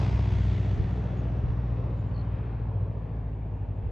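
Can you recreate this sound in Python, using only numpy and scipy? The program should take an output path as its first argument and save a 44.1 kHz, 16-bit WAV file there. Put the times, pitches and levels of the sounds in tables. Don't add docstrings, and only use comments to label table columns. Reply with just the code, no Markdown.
import sys
import numpy as np
from scipy import signal
from scipy.fft import rfft, irfft, next_fast_len
from scipy.io import wavfile
from scipy.ndimage import uniform_filter1d, map_coordinates

SR = 44100
rng = np.random.default_rng(int(sys.argv[2]) if len(sys.argv) > 2 else 0)


def log_audio(samples):
    frames = np.atleast_2d(samples).T
    limited = np.clip(frames, -1, 1)
    pcm = np.round(limited * 32767).astype(np.int16)
    wavfile.write(sys.argv[1], SR, pcm)


N = 172431


def amp(db):
    return 10 ** (np.asarray(db) / 20)


def unit(x):
    return x / np.sqrt(np.mean(x ** 2) + 1e-20)


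def clock():
    return np.arange(N) / SR


def bell(x, centre, width):
    return np.exp(-.5 * ((x - centre) / width) ** 2)


def along(points, hz):
    f, v = np.transpose(points)
    return np.interp(np.log(hz + 1), np.log(f + 1), v)


def curves(rows):
    seconds, *columns = np.transpose(rows)
    return [np.interp(clock(), seconds, column) for column in columns]


def wobble(rate, size=8192):
    return map_coordinates(rng.standard_normal(size), [clock() * rate], mode="wrap")


def filtered(x, response):
    m = next_fast_len(N + SR // 2)
    return irfft(rfft(x, m) * response(np.fft.rfftfreq(m, 1 / SR)), m)[..., :N]


# frequency in Hz, left-right correlation.
ALIKE = [(60, 0.93), (180, 0.9), (350, 0.76), (700, 0.63), (1300, 0.46), (1800, 0.54), (2300, 1), (6000, 1)]


def rush(spectrum):
    def turn(hz):
        return np.arccos(np.clip(along(ALIKE, hz), -1, 1)) / 2

    def response(hz):
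        return amp(along(spectrum, hz)) * [np.cos(turn(hz)), np.sin(turn(hz))]

    mid, side = filtered(rng.standard_normal((2, N)), response)
    return unit(np.array([mid + side, mid - side]))


# time in seconds, cylinder firings per second.
SPEED = [(0, 62.4), (.7, 61.2), (1.2, 60.75), (1.5, 60), (1.8, 59), (2.25, 58), (2.55, 57.6), (2.8, 56.6),
         (3.05, 55.4), (3.5, 53.7), (3.91, 52.2)]
CYLINDERS = 4


def firings():
    return np.cumsum(curves(SPEED)[0]) / SR


# starting rms level in dB, before ENGINE_DB, flutter and the lean of the scene.
LINE_DB = [-31.7, -41.5, -52, -43, -31.9, -45.5, -49, -45.5, -40.4, -52, -62, -54, -51, -56, -60, -51, -55]
ENGINE_DB, FADE_DB_PER_S = 1, 1.73
FLUTTER_DB, FLUTTER_RATE = 1, 4


def throb():
    cycle = firings() / CYLINDERS
    lines = np.zeros(N)
    for order, db in enumerate(LINE_DB, CYLINDERS):
        level = amp(db + FLUTTER_DB * wobble(FLUTTER_RATE))
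        lines += level * np.sin(2 * np.pi * (order * cycle + rng.random()))
    return np.sqrt(2) * lines * amp(ENGINE_DB - FADE_DB_PER_S * clock())


# frequency in Hz, relative gain in dB.
PIPE = [(120, -40.5), (220, -10.5), (300, -13.5), (350, -1.5), (435, -1), (500, -12.5), (750, -8.5),
        (930, -7), (1400, -20), (3000, -27), (6000, -50.5), (10000, -90)]
CYLINDER_DB = [-2, 1, 2, 7]
BARK_DB, BARK_FADE_DB_PER_S = -44.5, 7.5
BARK_SCATTER_DB, BARK_JITTER_S = 2, .0002


def bark(ring_s=0.019):
    at = np.flatnonzero(np.diff(np.floor(firings())))
    chance = rng.standard_normal((len(at), 2))
    at = np.clip(at + chance[:, 0] * BARK_JITTER_S * SR, 0, N - 1).astype(int)
    strength_db = np.resize(CYLINDER_DB, len(at)) + BARK_SCATTER_DB * chance[:, 1]
    pulses = np.bincount(at, amp(strength_db), N)
    t = np.arange(SR // 10) / SR
    ring = rng.standard_normal(len(t)) * amp(-60 * t / ring_s)
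    rung = signal.fftconvolve(pulses, ring)[:N]
    rasp = unit(filtered(rung, lambda hz: amp(along(PIPE, hz))))
    return rasp * amp(BARK_DB - BARK_FADE_DB_PER_S * clock())


WHINE_ORDERS = [24, 28, 29, 40]
# rms level in dB at the height of the swell, before flutter and lean.
WHINE_DB = [-54, -50.8, -59, -59.5]
WHINE_AT_S, WHINE_WIDTH_S = 0.64, 0.42
WHINE_SMEAR, WHINE_SMEAR_RATE = .06, 14
WHINE_FLUTTER_DB, WHINE_FLUTTER_RATE = 2.6, 9


def whine():
    cycle = firings() / CYLINDERS
    lines = np.zeros(N)
    for order, db in zip(WHINE_ORDERS, WHINE_DB):
        level = amp(db + WHINE_FLUTTER_DB * wobble(WHINE_FLUTTER_RATE))
        turns = order * cycle + WHINE_SMEAR * wobble(WHINE_SMEAR_RATE) + rng.random()
        lines += level * np.sin(2 * np.pi * turns)
    return np.sqrt(2) * lines * bell(clock(), WHINE_AT_S, WHINE_WIDTH_S)


def patchy(x, depth_db, band_size=7, time_size=40):
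    z = signal.stft(x, nperseg=1024)[2]
    field = uniform_filter1d(rng.standard_normal(z.shape[1:]), band_size, 0)
    field = uniform_filter1d(field, time_size, 1)
    return signal.istft(z * amp(depth_db * unit(field)), nperseg=1024)[1][:, :N]


# time in seconds, level in dB of the low mids, of the mids, of the treble, of the top.
WASH = [(0.029, -47, -45.5, -49, -57), (0.129, -50, -50.5, -50.5, -61.5), (0.56, -44.5, -52.5, -52, -63.5),
        (1.22, -45.5, -47.5, -56.5, -73.5), (1.65, -46.5, -50.5, -59.5, -81.5),
        (1.87, -41, -47.5, -59.5, -83), (1.97, -45, -50, -60.5, -81.5), (2.38, -44.5, -50, -59, -85),
        (2.77, -44.5, -50.5, -63, -89.5), (3.39, -51.5, -55.5, -65.5, -94),
        (3.55, -49, -53.5, -65.5, -89.5), (3.82, -46, -53, -63.5, -91.5), (3.861, -44, -53, -63.5, -99.5)]
# frequency in Hz, relative density in dB per Hz.
LOW_MIDS = [(90, -25), (160, -2), (260, 4.5), (450, 6), (540, -1.5), (700, -38), (2000, -120)]
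MIDS = [(300, -63.5), (470, -8), (580, -3), (900, -7), (1150, -11), (1400, -25.5), (3200, -120)]
TREBLE = [(800, -56), (1100, 1), (1350, 4), (1800, 2), (2600, -4), (3200, -9.5), (4000, -15.5),
          (5200, -26.5), (9000, -80)]
TOP = [(2000, -38.5), (2600, -6.5), (3300, 6.5), (4000, -0.5), (5000, -1), (6400, -5), (7500, -11.5),
       (8300, -17), (9000, -28.5), (12000, -38.5)]
LOW_MIDS_DB, MIDS_DB, TREBLE_DB, TOP_DB = -2, 0.5, 0.5, 2
CHOP_SHARE, CHOP_FADE_S = 0.32, 0.9
PATCHY_DB = 1.4


def wash(waver_db=0.33, waver_rate=14):
    depth = CHOP_SHARE * np.exp(-clock() / CHOP_FADE_S)
    chop = 1 + depth * np.cos(2 * np.pi * firings())
    spectra = (LOW_MIDS, MIDS, TREBLE, TOP)
    gains_db = (LOW_MIDS_DB, MIDS_DB, TREBLE_DB, TOP_DB)
    roar = np.zeros((2, N))
    for level, spectrum, db in zip(curves(WASH), spectra, gains_db):
        roar += rush(spectrum) * amp(level + db + waver_db * wobble(waver_rate))
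    return chop * patchy(roar, PATCHY_DB)


# centre time in seconds, width in seconds, centre frequency in Hz, spread in Hz,
# level in dB at the height of the swell, before lean.
BAND_SWELLS = [(.17, 0.12, 920, 70, -52), (.38, .12, 3300, 170, -67.5), (1.55, .35, 5460, 540, -81.5),
               (1.84, .09, 465, 105, -46.5), (2.45, 0.16, 2450, 202.1, -67.5), (2.64, 0.15, 777, 120, -55),
               (3.399, .5, 278.5, 20, -55.5)]


def band_swells():
    out = np.zeros((2, N))
    for s, width, hz, spread, db in BAND_SWELLS:
        flat = rush([(hz, 0)])
        band = unit(filtered(flat, lambda f: bell(f, hz, spread)))
        out += amp(db) * bell(clock(), s, width) * band
    return out


# time in seconds, pitch in Hz, rms level in dB before lean.
DRONE = [(0, 99.9, -29), (.45, 98.7, -27.5), (.75, 97, -29), (1.05, 99.3, -37), (1.4, 100.5, -36.5),
         (1.7, 99.1, -39), (2.05, 98.63, -35.5), (2.45, 97.66, -36), (2.6, 99.2, -49.5), (2.8, 98, -28),
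         (3.08, 98.3, -59.5), (3.35, 95.7, -44), (3.55, 95.15, -33.5), (3.91, 93.87, -45.5)]


def drone():
    hz, db = curves(DRONE)
    return np.sqrt(2) * amp(db) * np.sin(2 * np.pi * np.cumsum(hz) / SR)


# start in seconds, length in seconds, starting pitch in Hz,
# pitch it settles towards in Hz, peak level in dB, trill depth from 0 to 1.
CHIRPS = [(.735, .035, 7400, 7150, -76, 0), (1.165, .048, 6900, 6600, -71, 0),
          (1.968, .055, 7650, 6800, -78, .25), (2.06, .046, 7800, 7080, -79.5, .25),
          (2.138, .09, 4560, 4220, -56.8, .85)]
CHIRP_SETTLE = 3
TRILL_HZ, TRILL_SWING_HZ = 59, 100
TRILL_RASP_HZ, RASP_RATE = 115, 900


def bird():
    out = np.zeros(N)
    for s, length, start_hz, end_hz, db, trill in CHIRPS:
        t = clock() - s
        u = np.clip(t / length, 0, 1)
        beat = 2 * np.pi * TRILL_HZ * t
        buzz = TRILL_RASP_HZ * wobble(RASP_RATE) - TRILL_SWING_HZ * np.sin(beat)
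        glide = end_hz + (start_hz - end_hz) * np.exp(-CHIRP_SETTLE * u)
        hz = glide + trill * buzz
        arch = 2 * np.sqrt(u * (1 - u))
        swell = arch * (1 - trill * (1 + np.cos(beat)) / 2)
        out += amp(db) * swell * np.sin(2 * np.pi * np.cumsum(hz) / SR)
    return out


# centre in seconds, width in seconds, level in dB at the height of the bump.
BUMPS = [(.15, .016, -28), (.36, .04, -31.5), (.81, .025, -25.5), (1.46, .025, -26), (1.5, .008, -25),
         (1.73, .04, -36), (2.11, .025, -34.5), (3.87, .025, -30.5)]
# frequency in Hz, relative density in dB per Hz.
BUMP_SPECTRUM = [(20, -30), (30, -9), (42, 0), (60, 1), (85, -2), (130, -12), (200, -22), (400, -44),
                 (2000, -130)]
RUMBLE = [(20, -38), (33, -16), (46, -5.5), (65, 6), (85, -8), (120, -9), (200, -17), (400, -34.5),
          (1500, -120)]
RUMBLE_DB, RUMBLE_FADE_DB_PER_S = -38.3, 1.1


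def wind():
    t = clock()
    out = rush(RUMBLE) * amp(RUMBLE_DB - RUMBLE_FADE_DB_PER_S * t)
    eddies = rush(BUMP_SPECTRUM)
    for s, width, db in BUMPS:
        shape = bell(t, s, width)
        bump = unit(shape * eddies) * np.sqrt(np.mean(shape ** 2))
        out += amp(db) * bump
    return out


# frequency in Hz, relative density in dB per Hz.
AIR = [(500, 0), (4000, -10), (7000, -3.5), (8200, -9), (9000, -19.5), (12000, -16.5)]
AIR_DB = -89


def air():
    return amp(AIR_DB) * rush(AIR)


def scene(lean_db=0.38):
    plane = throb() + bark() + wash() + band_swells() + whine()
    leaning = (plane + drone()) * amp([[lean_db], [-lean_db]])
    return leaning + wind() + bird() + air()


CUTOFF_HZ = 12400


def record(dry):
    return filtered(dry, lambda hz: hz < CUTOFF_HZ)


dry = scene()
out = record(dry)
log_audio(out)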